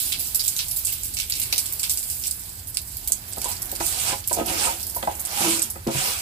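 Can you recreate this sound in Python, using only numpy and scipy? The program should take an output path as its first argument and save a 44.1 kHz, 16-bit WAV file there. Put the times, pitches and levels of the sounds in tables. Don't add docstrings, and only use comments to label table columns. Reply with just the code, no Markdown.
import sys
import numpy as np
from scipy import signal
from scipy.fft import rfft, irfft, next_fast_len
from scipy.io import wavfile

SR = 44100
rng = np.random.default_rng(int(sys.argv[2]) if len(sys.argv) > 2 else 0)


def master(y):
    cut = np.clip(np.atleast_2d(y).T, -1, 1)
    pcm = np.round(cut * 32767)
    wavfile.write(sys.argv[1], SR, pcm.astype(np.int16))


N = 273861

# time in seconds, level at 6-15 kHz in dB,
# level at 2-5 kHz against it in dB.
SPRAY = [(0, -19.5, -11), (.16, -33, -6), (.76, -30, -11.5), (1.0, -34, -5.5), (1.24, -37, -4.5),
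         (1.38, -31, -6.5), (1.5, -33, -4.5), (1.62, -32, -8), (1.78, -32, -10.5), (2.13, -30, -12),
         (2.5, -38.5, -9.5), (2.72, -42, -7), (2.95, -37, -8), (3.4, -40.5, -4), (3.8, -35, -7),
         (4.25, -41.5, -3.5), (4.85, -34.5, -9.5), (5.2, -38.5, -12), (5.7, -42, -9), (6.21, -41, 0)]
# frequency in Hz, density in dB per Hz.
WATER = [(590, -58), (1000, -35), (1190, -33.5), (1640, -21.5), (1840, -65), (2360, -13), (3740, -11.5),
         (4490, -6.5), (6790, -10.5), (7880, -0.5), (9040, -4.5), (11200, 1), (15500, -1)]


def amp(db):
    return np.exp(np.asarray(db) * np.log(10) / 20)


def rms_one(x):
    return x / np.sqrt(np.mean(x ** 2) + 1e-20)


def in_time(rows, **outside):
    seconds, *columns = np.transpose(rows)
    return np.array([np.interp(np.arange(N) / SR, seconds, column, **outside) for column in columns])


def at_hz(points, hz):
    point_hz, values = np.array(points).T
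    return np.interp(np.log(hz), np.log(point_hz), values)


def drift(rate_hz):
    step = 40
    r = np.exp(-2 * np.pi * rate_hz * step / SR)
    noise = rng.standard_normal(N // step + 2002)
    slow = signal.lfilter([1], [1, -2 * r, r * r], noise)[2000:]
    return np.interp(np.arange(N) / step, np.arange(len(slow)), rms_one(slow))


def ports(mid, side, hz):
    # frequency in Hz, left-right likeness from 0 to 1.
    likeness = [(30, 1), (150, 0.93), (400, 0.98), (800, 0.73), (2000, 0.14), (8000, 0.086)]
    left_lag = 12
    alike = np.clip(at_hz(likeness, hz), 0, 1)
    mid = np.sqrt(1 + alike) * mid
    side = np.sqrt(1 - alike) * side
    return np.array([np.roll(mid + side, left_lag), mid - side]) / np.sqrt(2)


def banded(excitation, gain_at, low_hz, high_hz, count):
    out, edges = 0, np.geomspace(low_hz, high_hz, count)
    for k, (low, high) in enumerate(zip(edges, edges[1:])):
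        centre_hz = np.sqrt(low * high)
        band_pass = signal.butter(2, [low, high], "band", fs=SR, output="sos")
        mid, side = signal.sosfilt(band_pass, excitation[k % 2] * gain_at(centre_hz))
        out = out + ports(mid, side, centre_hz)
    return out


def droplets(per_s, spread_db, bed):
    sizes = amp(spread_db * np.minimum(rng.exponential(1, (2, 1, N)), 5))
    impulses = sizes * (rng.random((2, 1, N)) < per_s / SR)
    bursts = rms_one(signal.lfilter([1], [1, -.9], impulses))
    return rms_one((bed + bursts) * rng.standard_normal((2, 2, N)))


def shaped(spectrum, bands):
    offsets_db = []
    for low, high in bands:
        power = np.mean(amp(2 * at_hz(spectrum, np.linspace(low, high, 50)))) * (high - low)
        offsets_db.append(10 * np.log10(SR / 2 / power))
    return np.array(offsets_db)


def between(levels_db, centres_hz, hz):
    place = np.interp(np.log(hz), np.log(centres_hz), np.arange(len(centres_hz)))
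    low = min(int(place), len(centres_hz) - 2)
    return levels_db[low] + (place - low) * (levels_db[low + 1] - levels_db[low])


def around(hz, pitch_hz, above_db, below_db):
    octaves = np.log2(np.asarray(hz) / pitch_hz)
    return np.minimum(-above_db * octaves, below_db * octaves)


def small_slugs():
    per_s, over_spray_db, t60_s = 6.3, 2.5, 0.15
    fine_db = in_time(SPRAY)[0]
    draw = rng.random((round(per_s * N / SR), 4)) * [N / SR - .01, 1, 1, 1]
    return [(s, fine_db[int(s * SR)] + over_spray_db + 5.0 * a, -30 + 15 * b, 5500 * 2 ** c, t60_s)
            for s, a, b, c in draw]


def slugs():
    # start in seconds,
    # peak level in dB, weight (2-4.5 kHz against the peak level) in dB, pitch of the spatter in Hz,
    # decay time t60 in seconds.
    splats = [(0.075, -32, -27, 13100, 0.049), (0.1203, -11.5, -8, 5190, 0.14),
              (0.194, -15.5, -20, 11800, 0.36), (0.271, -19, -32, 11700, 0.18),
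              (0.3463, -8, -30, 11000, 0.12), (0.3945, -5, -21, 5240, 0.14),
              (0.4394, -16.5, -21, 10500, 0.17), (0.4597, -11.5, -18.5, 14400, 0.11),
              (0.4803, -2.5, -30, 7600, 0.087), (0.5641, -12, -21, 7900, 0.17),
              (0.5902, -13.5, -4.5, 5340, 0.14), (0.632, -30, -20, 11500, 0.097),
              (0.6824, -18, -33, 10200, 0.12), (0.7117, -8.5, -30, 11600, 0.075),
              (0.762, -9, -27, 14400, 0.14), (0.8486, -10, -36, 10900, 0.13),
              (0.87, -15.5, -17.5, 9500, 0.36), (0.9223, -12.5, -19.5, 14700, 0.15),
              (1.034, -16, -29, 14500, 0.28), (1.1376, -17, -29, 8060, 0.12),
              (1.1686, -8.5, -16.5, 4650, 0.23), (1.1987, -5, -18, 4540, 0.15),
              (1.2982, -14, -12.5, 11600, 0.1), (1.3221, -7.5, -19.5, 4790, 0.11),
              (1.3528, -15, -15.5, 7710, 0.15), (1.398, -10, -24, 11800, 0.056),
              (1.4158, -11.5, -17, 7600, 0.16), (1.5256, -7.5, -7.5, 7160, 0.081),
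              (1.5596, -8, -22, 4520, 0.12), (1.5794, -4, -23, 8000, 0.11), (1.658, -15, -15.5, 8400, 0.11),
              (1.724, -16, -41, 13900, 0.14), (1.7943, -11.5, -22.5, 7800, 0.1),
              (1.8308, -5.5, -13.5, 4530, 0.13), (1.8951, -7.5, -23, 8100, 0.18),
              (1.9729, -11.5, -27, 7930, 0.12), (2.0283, -15, -24, 11700, 0.094),
              (2.0997, -14.5, -30, 8900, 0.22), (2.1974, -23, -32, 8660, 0.12),
              (2.2134, -20, -30, 13000, 0.12), (2.2373, -13.5, -15.5, 7600, 0.18),
              (2.2682, -12, -26, 11800, 0.074), (2.3105, -10.5, -35, 7800, 0.067),
              (2.394, -23, -30, 11400, 0.11), (2.4545, -31, -15, 10300, 0.27),
              (2.4924, -25, -27, 11400, 0.082), (2.6712, -21, -27, 11500, 0.16),
              (2.7444, -17.5, -27, 7900, 0.079), (2.7708, -10, -16.5, 7840, 0.067),
              (2.8155, -20, -37, 14700, 0.11), (2.8724, -23.5, -34, 10700, 0.14),
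              (2.9153, -26, -30, 10400, 0.088), (2.9693, -16, -34, 13500, 0.07),
              (3.039, -29, -27, 11700, 0.2), (3.0742, -10, -27.5, 11600, 0.091),
              (3.12, -5, -29.5, 8800, 0.068), (3.279, -24.5, -41, 9400, 0.15),
              (3.324, -23.5, -19, 8500, 0.13), (3.3598, -23, -16, 11800, 0.1),
              (3.3825, -19.5, -24, 7800, 0.14), (3.4154, -16, -19, 8340, 0.086),
              (3.443, -13, -38, 7500, 0.085), (3.484, -18.5, -32, 10100, 0.2),
              (3.5149, -9, -29, 5890, 0.056), (3.5554, -25, -18, 7520, 0.16),
              (3.6193, -13.5, -40, 10800, 0.061), (3.6566, -23, -36, 11400, 0.11),
              (3.693, -24, -21, 11900, 0.087), (3.7155, -17, -25, 13000, 0.085),
              (3.7512, -14.5, -18.5, 8200, 0.075), (3.859, -13.5, -41, 7750, 0.22),
              (3.988, -17, -18, 7870, 0.088), (4.2406, -20, -16, 5060, 0.065),
              (4.2747, -8.5, -31, 10600, 0.061), (4.2964, -16, -19, 9340, 0.19),
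              (4.3285, -7.5, -32, 7600, 0.11), (4.3794, -21, -26, 8160, 0.12),
              (4.4595, -14, -32, 10200, 0.092), (4.7974, -26, -8.5, 7970, 0.15),
              (4.8293, -16, -25, 8020, 0.08), (4.8668, -18, -48, 10400, 0.14),
              (4.8933, -18, -51, 7950, 0.083), (4.9474, -15.5, -29, 12000, 0.19),
              (5.0255, -27.5, -5, 8400, 0.13), (5.1136, -21, -33, 7900, 0.1),
              (5.152, -18, -45, 8150, 0.087), (5.194, -14.5, -50, 9900, 0.13),
              (5.251, -15.5, -37, 8040, 0.11), (5.5907, -9, -35, 6910, 0.057),
              (5.6192, -9, -32, 6650, 0.14), (5.7005, -14.5, -36, 11500, 0.11),
              (5.8714, -18.5, -10, 6900, 0.067), (5.9105, -30, -12, 9130, 0.12),
              (5.9374, -21.5, -6, 7850, 0.096)]
    spatter_db = -7.5
    centres_hz = np.array([3500, 6070, 9050, 12700])
    power, t = np.full((4, N), 1e-12), np.arange(SR // 4) / SR
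    crack = np.outer(1.46 * (centres_hz / 6000) ** -0.5, np.exp(-t / 0.0011))
    attack = 1 - np.exp(-t / 0.0034) + crack
    for s, peak_db, weight_db, pitch_hz, t60_s in list(splats) + small_slugs():
        at = round(s * SR)
        colour_db = spatter_db + around(centres_hz[1:], pitch_hz, above_db=9.5, below_db=6.5)
        level = amp(peak_db + np.r_[weight_db - 2.5, colour_db])
        envelope = level[:, None] * attack * amp(-60 * t / t60_s)
        power[:, at:at + len(t)] += envelope[:, :N - at] ** 2
    bands = [(2000, 4780), (4500, 9830), (8000, 13320), (11500, 18900)]
    splat_db = 10 * np.log10(power) + shaped(WATER, bands)[:, None]
    coarse = droplets(1400, spread_db=5.0, bed=0.89)
    coarse[:, 0, [round(row[0] * SR) + 20 for row in splats]] = 9.5

    def gain_at(hz):
        return amp(at_hz(WATER, hz) + between(splat_db, centres_hz, hz) + 3.21 * drift(33.0))
    return banded(coarse, gain_at, 886, 17890, count=18)


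def spray():
    fine_db, mid_db = in_time(SPRAY)
    offsets_db = shaped(WATER, [(2000, 5800), (6000, 16500)])[:, None]
    spray_db = np.array([fine_db + mid_db, fine_db]) + offsets_db

    def gain_at(hz):
        return amp(at_hz(WATER, hz) + between(spray_db, [3200, 9000], hz) - 2.0 + 2.0 * drift(19.0))
    return banded(droplets(5600, spread_db=0.0, bed=1.0), gain_at, 886, 17890, count=18)


def yard(x):
    t60_s, level_db = 0.18, -9.5
    t = np.arange(int(.4 * SR)) / SR
    tail = rng.standard_normal((2, len(t))) * amp(-60 * t / t60_s) * (t > .004)
    tail = tail / np.sqrt(np.sum(tail ** 2, axis=1, keepdims=True))
    return amp(level_db) * signal.fftconvolve(x, tail, axes=1)[:, :N]


def traffic():
    # time in seconds, rumble at 25-150 Hz in dB, wash at 400-1500 Hz in dB.
    swells = [(0, -41, -52), (.5, -46, -53.5), (1.3, -41.5, -56), (1.55, -45, -49), (2.1, -46, -54.5),
              (3, -42, -55.5), (3.7, -43, -46), (4.25, -43.5, -56), (5.0, -43, -49.5), (5.5, -49, -46.5),
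              (5.8, -44, -55.5), (6.21, -43.5, -53)]
    # frequency in Hz, density in dB per Hz.
    rumble = [(13, -42), (22, -11.5), (49, -2), (75, -1), (98, -1), (127, -12), (380, -20), (495, -22),
              (534, -28), (587, -19.5), (958, -20.5), (1180, -23.5), (2000, -20.5), (2600, -54),
              (4400, -120)]
    level_db = in_time(swells) + shaped(rumble, [(25, 160), (400, 1550)])[:, None]

    def gain_at(hz):
        return amp(at_hz(rumble, hz) + between(level_db, [80, 600], hz) + 1.57 * drift(4.0))
    return banded(rng.standard_normal((2, 2, N)), gain_at, 26.6, 2352, count=18)


def brush_body(body_db):
    # frequency in Hz, level in dB, decay time t60 in seconds.
    modes = [(134, -1, 0.17), (172, -2, 0.13), (227.4, 1, 0.12), (285, -6, 0.084), (332, 1, 0.21),
             (397.7, -3, 0.12), (467, -2.5, 0.088), (544, 3.5, 0.13), (602, -6.5, 0.12), (673, 6.5, 0.09),
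             (746, 4.5, 0.11), (832.4, 2.5, .1), (904, 1, 0.14), (973, 7, 0.061), (1070, -0.5, 0.013),
             (1264, 5, 0.067), (1411, -4.5, 0.14), (1560, 6, 0.055), (1735, 3, 0.039), (1976, 4.5, 0.075),
             (2510, 3.5, 0.03)]
    # start in seconds, relative peak level in dB,
    # pitch struck most in Hz, loss an octave from it in dB.
    knocks = [(1.523, -36.5, 1600, 2), (3.098, -44, 600, 5), (3.371, -30, 500, 3), (3.722, -29.5, 545, 14),
              (3.804, -25, 694, 0), (4.31, -24, 710, 3), (4.366, -24.5, 497, 8), (4.385, -20.5, 500, 8),
              (4.404, -15, 335, 16), (4.963, -26.5, 820, 10), (5.027, -26, 990, 1.5),
              (5.073, -11.5, 813, 58), (5.756, -36.5, 302, 0), (5.866, -12.5, 245, 8),
              (5.947, -14, 132, 45)]
    rattle_s, knock_reach_db = 0.0045, -20
    slips, out, t = droplets(900, spread_db=3.0, bed=0.38), 0, np.arange(SR // 10) / SR
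    for k, (hz, level_db, t60_s) in enumerate(modes):
        force = slips[k % 2] * amp(between(body_db, [280, 750], hz) - 34.5 + 5.04 * drift(7.9))
        force = force * np.clip(hz / 230, 0, 1) ** 14.0
        force = force * np.clip(1000 / hz, 0, 1) ** 2.8
        for s, peak_db, pitch_hz, fall_db in knocks:
            at = round(s * SR)
            blow = rng.standard_normal((2, len(t))) * np.exp(-t / rattle_s) / np.sqrt(rattle_s * SR)
            blow[0, round(.0025 * SR)] += 0.86 * (-1) ** k
            loss_db = max(-fall_db * np.log2(hz / pitch_hz) ** 2, knock_reach_db)
            force[:, at:at + len(t)] += amp(peak_db - 9.0 + loss_db) * blow
        r, w = amp(-60 / (t60_s * SR)), 2 * np.pi * hz / SR
        mid, side = signal.lfilter([0, np.sin(w)], [1, -2 * r * np.cos(w), r * r], force)
        out = out + amp(level_db) * ports(mid, side, hz)
    return out


def bristles(scrape_db, hiss_db):
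    # frequency in Hz, density in dB per Hz.
    colour = [(590, -40), (1000, -10.5), (1100, -23), (1270, 7), (1710, -11.5), (2870, 4), (3300, -4.5),
              (5340, -3), (6710, -8.5), (7880, 0), (8740, -8), (14800, -11), (15500, -35)]
    offsets_db = shaped(colour, [(1500, 2870), (6000, 18000)])[:, None]
    bristle_db = np.array([scrape_db, hiss_db]) + offsets_db

    def gain_at(hz):
        return amp(at_hz(colour, hz) + between(bristle_db, [2800, 9000], hz) + 2.06 * drift(15.0))
    return banded(droplets(8300, spread_db=1.5, bed=0.54), gain_at, 837, 19540, count=14)


def brush():
    # time in seconds, speed as bristle hiss in dB,
    # pressure as ring of the body in dB, low modes against high in dB.
    strokes = [
        [(3.42, -39, -49, -14), (3.46, -36, -37, -37), (3.512, -35, -39, -38), (3.58, -43, -64, -12)],
        [(3.8, -33.5, -37, -4), (3.85, -28, -52, -1), (3.94, -29, -46.5, -19), (4.1, -26.5, -33.5, -23),
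         (4.135, -33.5, -28.5, -14), (4.165, -37, -56, -5), (4.21, -39, -61, 12)],
        [(4.33, -44, -47, 2), (4.4, -38.5, -26, -5), (4.44, -49, -42.5, -4.5), (4.485, -30, -32, -6),
         (4.56, -29, -36, -4), (4.66, -24, -28.5, -17), (4.78, -42, -50.5, 2), (4.81, -49, -57, -2)],
        [(5.09, -48, -35.5, -21), (5.17, -55, -56.5, 0), (5.376, -26, -39, -28), (5.418, -23.5, -33, 4),
         (5.535, -24, -39.5, 10), (5.65, -38, -58, 15), (5.7, -44, -63, 2)],
        [(5.88, -60, -25, -17), (5.914, -34, -47, 11), (5.988, -26.5, -38, -18), (6.096, -27, -39.5, 0),
         (6.21, -33.5, -54, -21)],
    ]
    stiff_db = [-6.5, -4, -5, -2.5, -1.5]
    by_speed = 0.58
    curves = [in_time(rows, left=-90, right=-80) for rows in strokes]
    speed, press, deep = np.transpose(curves, (1, 0, 2))
    scrape = np.c_[stiff_db] + by_speed * speed + (1 - by_speed) * press
    low_db, high_db, scrape_db, hiss_db = np.max([press + deep, press, scrape, speed], axis=1)
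    return bristles(scrape_db, hiss_db) + brush_body([low_db, high_db])


def scene():
    # time in seconds, left minus right in dB.
    place = [(0, 0), (1.4, 1.5), (3.5, -1.05), (5.3, -0.1), (6.21, 2)]
    near = (slugs() + spray() + brush()) * amp(in_time(place) * [[.5], [-.5]])
    return near + yard(near) + traffic()


def record(dry):
    # frequency in Hz, left minus right in dB.
    balance = [(60, -2.5), (130, 0), (290, -3), (640, -1.5), (1410, -1.5), (3100, -2.5), (6820, -9),
               (15000, -5.5)]
    overload, cutoff_hz = .86, 15850
    size = next_fast_len(N)
    tilt_db = at_hz(balance, np.maximum(np.arange(size // 2 + 1) * SR / size, 10))
    coloured = irfft(rfft(dry, size) * amp([tilt_db / 2, -tilt_db / 2]), size)[:, :N]
    no_deep_bass = signal.butter(4, 30, "high", fs=SR, output="sos")
    coloured = signal.sosfilt(no_deep_bass, coloured)
    clipped = coloured / (1 + (coloured / overload) ** 6) ** (1 / 6)
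    return signal.sosfilt(signal.cheby2(18, 75, cutoff_hz, fs=SR, output="sos"), clipped)


dry = scene()
out = record(dry)
master(out)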